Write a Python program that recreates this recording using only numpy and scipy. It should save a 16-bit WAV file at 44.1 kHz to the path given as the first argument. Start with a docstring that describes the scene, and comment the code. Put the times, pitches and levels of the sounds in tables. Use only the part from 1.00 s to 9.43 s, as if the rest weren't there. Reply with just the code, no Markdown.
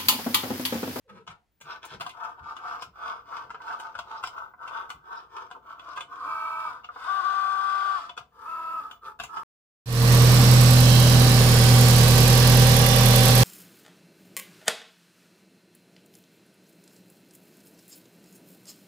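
"""First comes a low groan and a clack, as a small electric cutting machine on a desk works its blade lift.
Geared motors then jog the blade carriage and the rollers in short, rattling strokes, make three long
whining runs and end with two nudges. Gear teeth shake the plastic case, the blade scrapes and squeaks
in the sheet, and its holder clacks up and down. Underneath, the desk hums and thuds, and the
electronics that drive the motors whistle thinly."""
import sys
import numpy as np
from scipy import signal
from scipy.fft import rfft, irfft, next_fast_len
from scipy.io import wavfile
from scipy.ndimage import map_coordinates

SR = 44100
rng = np.random.default_rng(int(sys.argv[2]) if len(sys.argv) > 2 else 0)


def store_pcm(level_fs):
    """Save levels as 16-bit WAV."""
    pcm = np.round(np.clip(level_fs, -1, 1) * 32767).astype(np.int16)
    wavfile.write(sys.argv[1], SR, np.atleast_2d(pcm).T)


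N = 371939


def amp(db):
    """Turns decibels into a number to multiply by."""
    return 10 ** (np.asarray(db) / 20)


def unit(x):
    """Scales a sound to an average strength (rms) of 1."""
    return x / np.sqrt(np.mean(x ** 2) + 1e-20)


def along(points, hz):
    """Reads between (frequency [Hz], value) points on a log frequency axis."""
    freqs, values = np.transpose(points)
    return np.interp(np.log(hz + 1), np.log(freqs + 1), values)


def wobble(rate, n):
    """A smooth random curve of n samples, with `rate` new values a second."""
    return map_coordinates(rng.standard_normal(int(n * rate / SR) + 4), [np.arange(n) * rate / SR])


def coloured(x, spectrum):
    """Lets x ring through an object with this tone colour: (frequency [Hz], level [dB]) points."""
    size = 4096
    cepstrum = irfft(np.log(amp(along(spectrum, np.fft.rfftfreq(size, 1 / SR)))))
    cepstrum[1:size // 2] *= 2  # folded so that the ringing comes after a blow, never before
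    cepstrum[size // 2 + 1:] = 0
    return signal.fftconvolve(x, irfft(np.exp(rfft(cepstrum))))[:len(x)]


def noise(spectrum, n):
    """Noise of strength 1 with this tone colour."""
    return unit(coloured(rng.standard_normal(n), spectrum))


def add(track, start_s, sound):
    """Mixes a sound into the track at the given time."""
    start = max(round(start_s * SR), 0)
    part = sound[..., :max(N - start, 0)]
    track[..., start:start + part.shape[-1]] += part


# tone colour of the still room: (frequency [Hz], level [dB])
AIR_COLOUR = [(25, -13.5), (55, -1), (800, -20.5), (2000, -22), (15500, -37.5)]

def air():
    """The room's faint rumble and hiss, mostly the same in both ears."""
    return amp(-78) * noise(AIR_COLOUR, N) + amp(-85) * noise(AIR_COLOUR, N) * np.array([[1], [-1]])


# how long echoes last: (frequency [Hz], time to fade by 60 dB [s])
ECHO_FADE = [(150, 0.67), (1200, 0.21), (5000, 0.2), (14000, 0.13)]
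# how alike the left and right echoes are: (frequency [Hz], likeness [0-1])
ECHO_LIKENESS = [(200, 0.55), (600, 0.78), (1200, 0.02)]

def room(x, wet_db, desk_gain, desk_t60):
    """Adds short echoes from desk and walls; they keep changing because the carriage moves."""
    hop = round(.3 * SR)  # new echoes every 0.3 s
    padded, wet = np.pad(x, (hop, 2 * hop)), np.zeros((2, N + 2 * SR))
    starts = np.arange(0, N + hop, hop)
    hz, t, hiss = signal.stft(rng.standard_normal((len(starts), 2, SR // 4)), SR, nperseg=256)
    alike = np.clip(along(ECHO_LIKENESS, hz), 0, 1)[:, None]
    hiss[:, 1] = alike * hiss[:, 0] + np.sqrt(1 - alike ** 2) * hiss[:, 1]
    decay = amp(-60 * t / along(ECHO_FADE, hz)[:, None]) + desk_gain * amp(-60 * t / desk_t60)
    tails = signal.istft(hiss * decay, SR, nperseg=256)[1]
    tails /= np.linalg.norm(tails, axis=2, keepdims=True)
    fade = np.sin(np.linspace(0, np.pi, 2 * hop))
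    for start, tail in zip(starts, tails):
        echo = signal.fftconvolve((padded[start:start + 2 * hop] * fade)[None], tail, axes=1)
        wet[:, start + SR // 1000:][:, :echo.shape[1]] += echo
    return (x + amp(wet_db) * wet[:, hop:hop + N]) / np.hypot(1, amp(wet_db))


DRIVER_ON_S = 0.51  # the motor electronics wake up
# tone colour of the desk: (frequency [Hz], level [dB])
DESK_COLOUR = [(25, -21), (55, 2.5), (130, -3.5), (200, -6), (600, -41.5), (2000, -96.5)]
# jolts as the motors stop and turn round: (time [s], level [dB])
DESK_JOLTS = [(0.278, -56.5), (0.923, -54), (1.404, -52), (1.859, -57), (2.439, -57), (2.958, -56.5),
              (3.939, -56), (7.187, -56.5), (8.194, -52.5)]

def desk():
    """The desk hums once the motors are working; each jolt sets off a low thud that sags in pitch."""
    awake = np.interp(np.arange(N) / SR, [DRIVER_ON_S, DRIVER_ON_S + 0.26], [0, 1])
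    out = awake * amp(-71.5 + 0.88 * wobble(6.7, N)) * noise(DESK_COLOUR, N)
    t = np.arange(SR // 5) / SR
    rise_s, sag_s = 0.022, 0.037
    swell = t / rise_s * np.exp(1 - t / rise_s)
    hz = 67.6 + 85.5 * np.exp(-t / sag_s)
    for start, db in DESK_JOLTS:
        tone = np.sin(2 * np.pi * np.cumsum(hz * (1 + 0.13 * wobble(43, len(t)))) / SR)
        add(out, start, amp(db) * swell * (tone / 2 + 0.71 * noise(DESK_COLOUR, len(t))))
    return out


def whistle():
    """The motor electronics give a thin, unsteady whistle, louder the faster a motor turns."""
    pitch_hz, idle_db, db_per_shaft_hz = 15110, -80.5, 0.31
    t = np.arange(N) / SR
    speeds = [np.interp(t, stroke_times(start, length), [0, stroke_hz(length), 0])
              for start, length, _, _ in CUT_STROKES + ROLLER_NUDGES]
    speeds += [np.interp(t, times, [0, hz, hz, 0]) for *times, hz, _, _, _, _ in LONG_RUNS]
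    level_db = idle_db + db_per_shaft_hz * np.max(speeds, axis=0)
    level_db += 2 * wobble(18, N) + 2.5 * wobble(90, N)
    return (t > DRIVER_ON_S) * amp(level_db) * np.sin(2 * np.pi * pitch_hz * t + 1.1 * wobble(260, N))


# moans of the drive: (time [s], length [s], first pitch [Hz], last pitch [Hz], level [dB])
DRIVE_MOANS = [(0.048, 0.061, 490, 475, -60), (0.09, 0.1, 205, 179, -50.5), (0.187, 0.05, 477, 440, -51),
               (0.277, 0.048, 177, 128, -50), (0.625, 0.073, 163, 138, -57), (0.93, 0.045, 487, 350, -50)]

def moans():
    """Parts of the drive moan under load: short, low, slightly rough tones that sag."""
    out = np.zeros(N)
    for start, length, from_hz, to_hz, db in DRIVE_MOANS:
        n = int(length * SR)
        hz = np.linspace(from_hz, to_hz, n) * (1 + 0.064 * wobble(106, n))
        add(out, start, amp(db) * np.sqrt(np.hanning(n)) * np.sin(2 * np.pi * np.cumsum(hz) / SR))
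    return out


# tone colours of the blade lift: (frequency [Hz], level [dB])
GROAN_COLOUR = [(35, -16), (130, -2), (190, 2), (260, -10.5), (468, -1), (620, -10), (1430, -92)]
GRIND_COLOUR = [(350, -38), (954, -1.5), (1140, -8), (1310, 3), (1600, -9.5), (1760, -15), (2320, -13.5),
                (12000, -42), (15600, -86)]
# its pushes: (time [s], length [s], groan [dB], grind [dB])
LIFT_PUSHES = [(0.076, 0.099, -56.5, -53), (0.272, 0.03, -64, -47.5), (0.905, 0.04, -48.5, -47.5),
               (0.994, 0.025, -53, -46)]

def lift():
    """Each push of the blade lift swells, holds and fades, groaning through the desk and grinding."""
    out, t = np.zeros(N), np.arange(SR // 2) / SR
    rise_s, fade_db_per_s = 0.02, 385
    for start, length, groan_db, grind_db in LIFT_PUSHES:
        effort = np.minimum(t / rise_s, 1) * amp(-fade_db_per_s * np.maximum(t - length, 0))
        groan = amp(groan_db) * noise(GROAN_COLOUR, len(t))
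        grind = amp(grind_db + 3.4 * wobble(107, len(t))) * noise(GRIND_COLOUR, len(t))
        add(out, start, effort * (groan + grind))
    return out


# tone colour of the blade tip: (frequency [Hz], level [dB])
BLADE_COLOUR = [(2500, -28), (3800, -2.5), (4200, -8.5), (5300, -3.5), (6200, -20.5), (9000, -40.5)]
# moments when the blade catches: (time [s], length [s], level [dB])
BLADE_SQUEAKS = [(0.691, 0.055, -50), (1.798, 0.047, -47), (3.147, 0.067, -56.5), (3.225, 0.078, -46),
                 (4.157, 0.041, -52), (4.885, 0.063, -57.5)]

def squeaks():
    """The blade catches in the sheet: tiny slips ring its tip, and the note slides up as it lets go."""
    out = np.zeros(N)
    pitch_hz, slide_hz, scatter_hz = 5190, 121, 172
    for start, length, db in BLADE_SQUEAKS:
        n = int(length * SR)
        hz = pitch_hz + slide_hz * np.linspace(-1, 1, n) + scatter_hz * wobble(910, n)
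        note = np.sin(2 * np.pi * np.cumsum(hz) / SR) * amp(4.4 * wobble(290, n))
        add(out, start, amp(db) * np.hanning(n) * unit(unit(note) + 0.91 * noise(BLADE_COLOUR, n)))
    return out


def contact(spectrum, t60, chatter):
    """One hard hit, then loose plastic chatters, fading by 60 dB in t60 seconds."""
    t = np.arange(SR // 5) / SR
    force = chatter * rng.standard_normal(len(t)) * amp(-60 * t / t60)
    force[0] += 1
    shift = np.exp(rng.normal(0, 0.014))  # each hit lands on another spot, so its colour shifts
    ring = coloured(force, [(hz * shift, db + rng.normal(0, 2)) for hz, db in spectrum])
    return ring / np.sqrt(np.mean(ring[:SR // 100] ** 2))


# tone colours of the case, the blade holder and its metal parts: (frequency [Hz], level [dB])
KNOCK_COLOUR = [(53, -47), (90, -22), (200, -26.5), (340, -27.5), (480, -14.5), (590, -21.5), (730, -1),
                (817, -14.5), (1010, 0.5), (1320, 0), (1600, -6.5), (1850, -30.5), (2000, -18.5),
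                (2600, -34), (4400, -120)]
SNAP_COLOUR = [(1120, -31), (1900, -25.5), (2080, -1), (2270, -10), (2400, -0.5), (2980, -2), (3860, -10),
               (4600, -11), (7000, -19), (9100, -32), (15400, -120)]
TICK_COLOUR = [(4500, -10), (7000, 0.5), (9000, -5), (12000, -13.5), (15500, -8.5)]
# notes the holder rings with: (pitch [Hz], level [dB], time to fade by 60 dB [s])
HOLDER_NOTES = [(2970, -3.5, 0.11), (3042, 0.5, 0.07), (3434, 4, 0.054)]
# clacks of the holder: (time [s], knock [dB], snap [dB], tick [dB], ring [dB])
HOLDER_CLACKS = [(0.276, -40, -45.5, -64.5, -49), (0.612, -51, -51.5, -51.5, -55),
                 (1.008, -31.5, -38.5, -45.5, -38), (1.064, -32, -42.5, -53.5, -57),
                 (1.094, -50, -45, -55, -57), (1.566, -37.5, -50.5, -61, -55), (1.822, -35, -43, -49, -49),
                 (2.504, -35.5, -50.5, -74, -65), (2.545, -36, -52, -83.5, -64),
                 (2.799, -38, -46.5, -51, -59), (2.952, -33.5, -50, -69, -60),
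                 (2.989, -30.5, -40.5, -52.5, -50), (3.237, -28, -38, -50.5, -45),
                 (3.272, -39, -44.5, -50, -47), (3.677, -39.5, -45.5, -60, -53),
                 (3.902, -35, -44, -50, -44), (4.512, -38, -51.5, -65, -57), (4.795, -43.5, -55, -68, -52),
                 (4.963, -41, -49, -59.5, -55), (4.974, -31.5, -44, -57, -51),
                 (5.007, -36.5, -43, -52, -39), (5.844, -44, -46.5, -81, -50.5),
                 (7.094, -38.5, -51, -71.5, -42.5), (7.176, -34.5, -42, -56, -44.5),
                 (7.912, -43, -56.5, -55.5, -42.5), (8.199, -31.5, -38.5, -49, -43.5),
                 (8.236, -38.5, -40.5, -43.5, -57), (8.371, -40, -51, -60, -47)]
# dull knocks from slack in the gears: (time [s], level [dB])
GEAR_KNOCKS = [(1.656, -39), (2.325, -36.5), (2.602, -41), (2.705, -35.5), (3.537, -46), (5.888, -37),
               (5.96, -37), (7.207, -45.5)]

def clacks():
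    """The blade holder knocks the case, snaps, ticks and rings; slack gears add duller knocks."""
    out = np.zeros(N)
    knock_t60, knock_chatter = 0.075, 0.064
    for start, knock_db, snap_db, tick_db, ring_db in HOLDER_CLACKS:
        knock = contact(KNOCK_COLOUR, knock_t60, knock_chatter)
        snap = contact(SNAP_COLOUR, t60=0.098, chatter=0.13)
        tick = contact(TICK_COLOUR, t60=0.12, chatter=0.068)
        t, ring = np.arange(len(snap)) / SR, 0
        for hz, db, t60 in HOLDER_NOTES:
            fade = amp(db + rng.normal(0, 1.8) - 60 * t / t60)
            ring += fade * np.sin(2 * np.pi * hz * (1 + rng.normal(0, 0.0058)) * t)
        blow = amp(knock_db) * knock + amp(snap_db) * snap + amp(tick_db) * tick
        add(out, start, blow + amp(ring_db) * ring)
        add(out, start - 0.0088, amp(-13) * blow)  # a faint lead-in softens the start of each clack
    for start, db in GEAR_KNOCKS:
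        add(out, start, amp(db) * contact(KNOCK_COLOUR, knock_t60, knock_chatter))
    add(out, 0.852, amp(-46) * contact(TICK_COLOUR, t60=0.093, chatter=0.12))  # the holder latches
    return out


def travel(times, shape, shaft_hz, ease):
    """Speed (0-1) and shaft turns of one slightly unsteady move; ease (0-1) smooths the braking."""
    t = np.arange(times[0], max(times[-1], times[0] + .02), 1 / SR)
    speed = np.interp(t, times, shape)
    speed += ease * (t > times[-2]) * (np.sin(np.pi / 2 * speed) ** 2 - speed)
    stumble_s, half_width_s, speed_lost = 6.225, 0.014, 0.094  # the carriage stumbles once
    speed *= 1 - speed_lost * np.exp(-((t - stumble_s) / half_width_s) ** 2)
    return speed, np.cumsum(shaft_hz * speed * (1 + .0022 * wobble(25, len(t)))) / SR


TEETH = 11  # on the gear

def teeth(turns, scatter_db, rub):
    """One blow per gear tooth, each tooth with its own strength, over constant rubbing."""
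    count = np.floor(turns * TEETH).astype(int)
    due = np.flatnonzero(np.diff(count))
    wear = rng.standard_normal(TEETH)[count[due] % TEETH]
    strength, timing = rng.standard_normal((len(due), 2)).T
    hits = np.clip(due + (.0003 * SR * timing).astype(int), 0, len(turns) - 1)
    blows = np.bincount(hits, amp(scatter_db * (0.71 * wear + strength)), len(turns))
    return unit(blows - blows.mean()) + rub * rng.standard_normal(len(turns))


def mesh(turns, multiples):
    """Teeth that roll smoothly together make pure tones at multiples of the rate at which they meet."""
    return np.sin(2 * np.pi * TEETH * np.outer(multiples, turns)).sum(0)


def driven(sound, speed, power):
    """Makes a sound grow with speed, to a strength of about 1 at full speed."""
    envelope = speed ** power
    return unit(sound * envelope) * np.sqrt(np.mean(envelope ** 2))


def stroke_times(start, length):
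    """When a stroke starts, reaches top speed and stops."""
    return [start, start + .435 * length, start + length]


def stroke_hz(length):
    """Top shaft speed in turns a second: a longer stroke has time to get faster."""
    return 21.95 * (length / .3) ** .35


# tone colours of the case as the motors change speed: (frequency [Hz], level [dB])
JOG_CASE = [(40, -37), (80, -20), (180, -38.5), (280, -20), (400, -21.5), (490, -13.5), (580, -23.5),
            (700, -8.5), (800, -19), (890, -1), (980, -5), (1100, 1), (1320, 4.5), (1420, -5.5),
            (1520, 2.5), (1680, -32), (1850, -22), (2400, -48)]
NUDGE_CASE = [(40, -25), (330, -23), (470, -12), (600, -29), (710, -14.5), (800, -34), (875, 3.5),
              (980, -8), (1080, -3.5), (1290, 10), (1450, -9.5), (1740, -12), (2000, -38.5)]
# tone colour of blade, belt and mat sliding in a stroke: (frequency [Hz], level [dB])
STROKE_SCRAPE = [(1060, -15.5), (1800, 4), (1950, -23.5), (2090, -0.5), (3490, -2), (4270, -9),
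                 (5040, -6.5), (6610, -15), (14500, -40)]
# short cuts, and rollers nudging the mat: (time [s], length [s], gears [dB], scrape [dB])
CUT_STROKES = [(0.629, 0.18, -37.5, -47.5), (0.809, 0.083, -42, -46), (0.863, 0.12, -47, -46),
               (1.117, 0.27, -35.5, -52), (1.348, 0.098, -46.5, -64), (1.402, 0.19, -37.5, -54.5),
               (1.539, 0.36, -34, -50), (1.924, 0.33, -34.5, -48.5), (2.224, 0.3, -36.5, -49.5),
               (2.573, 0.29, -34, -49), (2.744, 0.23, -39, -55.5), (3.019, 0.27, -37.5, -53),
               (3.269, 0.27, -38, -58), (3.563, 0.18, -38, -60), (3.638, 0.29, -33.5, -50),
               (3.79, 0.27, -50, -70), (4.01, 0.29, -38, -55.5), (4.274, 0.25, -37.5, -51),
               (4.519, 0.087, -44, -71), (4.6, 0.24, -42, -59), (4.76, 0.32, -39.5, -55.5),
               (5.062, 0.15, -39, -58)]
ROLLER_NUDGES = [(8.007, 0.14, -35.5, -54.5), (8.262, 0.24, -34, -54)]

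def strokes(table, case, whirr_db):
    """Short jogs: the motors speed up and brake at once, so the rattle and whirr rise and fall."""
    out = np.zeros(N)
    for start, length, gears_db, scrape_db in table:
        speed, turns = travel(stroke_times(start, length), [0, 1, 0], stroke_hz(length), ease=.25)
        rattle = driven(coloured(teeth(turns, scatter_db=4.5, rub=1.0), case), speed, power=0.95)
        grip = amp(1.66 * wobble(69.0, len(speed)))  # the blade drags unevenly
        edge = [(hz, db + rng.normal(0, 1.8)) for hz, db in STROKE_SCRAPE]  # a new angle for each cut
        scrape = driven(coloured(grip * teeth(turns, scatter_db=5.2, rub=1.2), edge), speed, power=1.37)
        whirr = driven(coloured(mesh(turns, [3, 4, 5, 6, 7]), case), speed, power=1.12)
        gears = (rattle + amp(whirr_db) * whirr) / np.hypot(1, amp(whirr_db))
        add(out, start, amp(gears_db) * gears + amp(scrape_db) * scrape)
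    return out


# tone colour of the sliding in a long run: (frequency [Hz], level [dB])
LONG_SCRAPE = [(1060, -23.5), (1800, 6), (1850, -3.5), (3320, -2), (3530, -0.5), (4270, -8), (4790, -2),
               (5900, -13), (9000, -18.5), (14500, -39.5)]
# tone colour of the rattling case in each run: (frequency [Hz], level [dB])
FEED_RATTLE = [(40, -38), (80, -38), (250, -33), (580, -30), (700, -17.5), (840, -24), (900, -3.5),
               (1120, -7.5), (1260, 3), (1400, -10.5), (1540, -9), (1700, -35), (2100, -45), (2300, -13.5),
               (2420, -26), (2650, -18), (2900, -47.5)]
CROSS_RATTLE = [(40, -31), (80, -38), (280, -37), (580, -30), (730, -14), (850, -17), (1000, -11.5),
                (1170, 0), (1320, -9), (1410, -6.5), (1520, -4), (1650, -26), (1760, -24), (1830, -55),
                (2400, -53)]
RETURN_RATTLE = [(40, -41), (80, -36), (250, -34.5), (580, -34), (700, -25.5), (860, -32.5), (1010, -14),
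                 (1120, -30.5), (1280, 2), (1350, -14.5), (1430, -23), (1600, -24), (1950, -32),
                 (2400, -38), (2660, -25.5), (3300, -50)]
# gear tones in each run: (pitch [cycles per shaft turn, played rounded], level [dB], left over right [dB])
FEED_WHINE = [(22, -55, 3), (30, -46.5, 2), (33, -49.5, 8), (41, -59, 8), (44, -34.5, -3.5), (52, -48, -9)]
CROSS_WHINE = [(11, -62, -2.5), (21, -57.5, -9), (22, -46, -12), (27, -56, -10), (32, -50, -5.5),
               (33, -26, 21), (41, -43, -10), (42, -45.5, 1.5), (44, -41.5, 1), (89, -62, 2),
               (98.8, -55.5, 4)]
RETURN_WHINE = [(22, -58.5, 4), (33, -46.5, 7), (35, -47.5, -2), (44, -34.5, 1), (90, -60.5, 1)]
# rollers feed, carriage crosses, rollers return: (start [s], full speed [s], brake [s], stop [s],
# shaft speed [Hz], rattle [dB], scrape [dB], whirr [dB], sway of the off-centre gear [turns])
LONG_RUNS = [(5.069, 5.285, 5.647, 5.878, 29.48, -35, -54, -32.5, 0.00062),
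             (5.885, 6.09, 6.942, 7.17, 35.35, -35, -47, -35.5, .0004),
             (7.298, 7.479, 7.765, 8.04, 29.57, -38, -60, -37, 0.0027)]

def runs():
    """Long moves: the gears whirr up, whine over a steady rattle and scrape, then whirr down."""
    rough, whine = np.zeros(N), np.zeros((2, N))
    voices = [(FEED_WHINE, FEED_RATTLE, JOG_CASE), (CROSS_WHINE, CROSS_RATTLE, JOG_CASE),
              (RETURN_WHINE, RETURN_RATTLE, NUDGE_CASE)]
    flutter_db, shimmer_db = 0.43, 0.8
    for run, (tones, rattle_case, whirr_case) in zip(LONG_RUNS, voices):
        *times, shaft_hz, rattle_db, scrape_db, whirr_db, sway = run
        speed, turns = travel(times, [0, 1, 1, 0], shaft_hz, ease=1)
        settled = speed ** 12  # the teeth roll cleanly only near full speed
        rattle = driven(coloured(teeth(turns, scatter_db=2.5, rub=1.7), rattle_case), settled, power=.5)
        drag = teeth(turns, scatter_db=3.5, rub=1.45) * amp(0.6 * wobble(59.4, len(speed)))
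        scrape = driven(coloured(drag, LONG_SCRAPE), speed, power=1.2)
        gears = mesh(turns, [4, 5, 6]) + 7 * teeth(turns, scatter_db=3, rub=1)
        whirr = driven(coloured(gears, whirr_case), speed, power=1.17) * np.sqrt(1 - settled)
        add(rough, times[0], amp(rattle_db) * rattle + amp(scrape_db) * scrape + amp(whirr_db) * whirr)
        swayed = turns + sway * np.sin(2 * np.pi * turns)  # runs ahead and falls back once a turn
        swayed += 0.00044 * wobble(110, len(speed))  # the gears wander in their slack
        for per_turn, db, pan_db in tones:
            flutter = amp(flutter_db * wobble(12.3, len(speed)) + shimmer_db * wobble(68.8, len(speed)))
            tone = np.sqrt(2) * np.sin(2 * np.pi * (round(per_turn) * swayed + rng.random()))
            ears = unit(amp([[pan_db / 2], [-pan_db / 2]]))
            add(whine, times[0], ears * amp(db) * tone * flutter * settled)
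    return rough, whine


def scene():
    """The machine stands slightly to the left, so that side hears it louder and earlier."""
    rough, whine = runs()
    cuts = strokes(CUT_STROKES, JOG_CASE, whirr_db=-1.5)
    nudges = strokes(ROLLER_NUDGES, NUDGE_CASE, whirr_db=-2)
    moving = cuts + nudges + squeaks() + rough + lift() + whistle()
    machine = room(moving, wet_db=3, desk_gain=2.46, desk_t60=0.026)
    machine += room(clacks(), wet_db=3, desk_gain=3.85, desk_t60=0.02)
    left, right = machine * amp([[.9], [-.9]]) + whine + moans() + desk()
    right = np.pad(right, (4, 0))[:N]  # 4 samples later
    return np.array([left, right]) + air()


def record(dry):
    """Cuts away the very highest treble."""
    size, top_hz = next_fast_len(N + 8192), 15850
    return irfft(rfft(dry, size) * (np.fft.rfftfreq(size, 1 / SR) < top_hz), size)[:, :N]


dry = scene()
out = record(dry)
store_pcm(out)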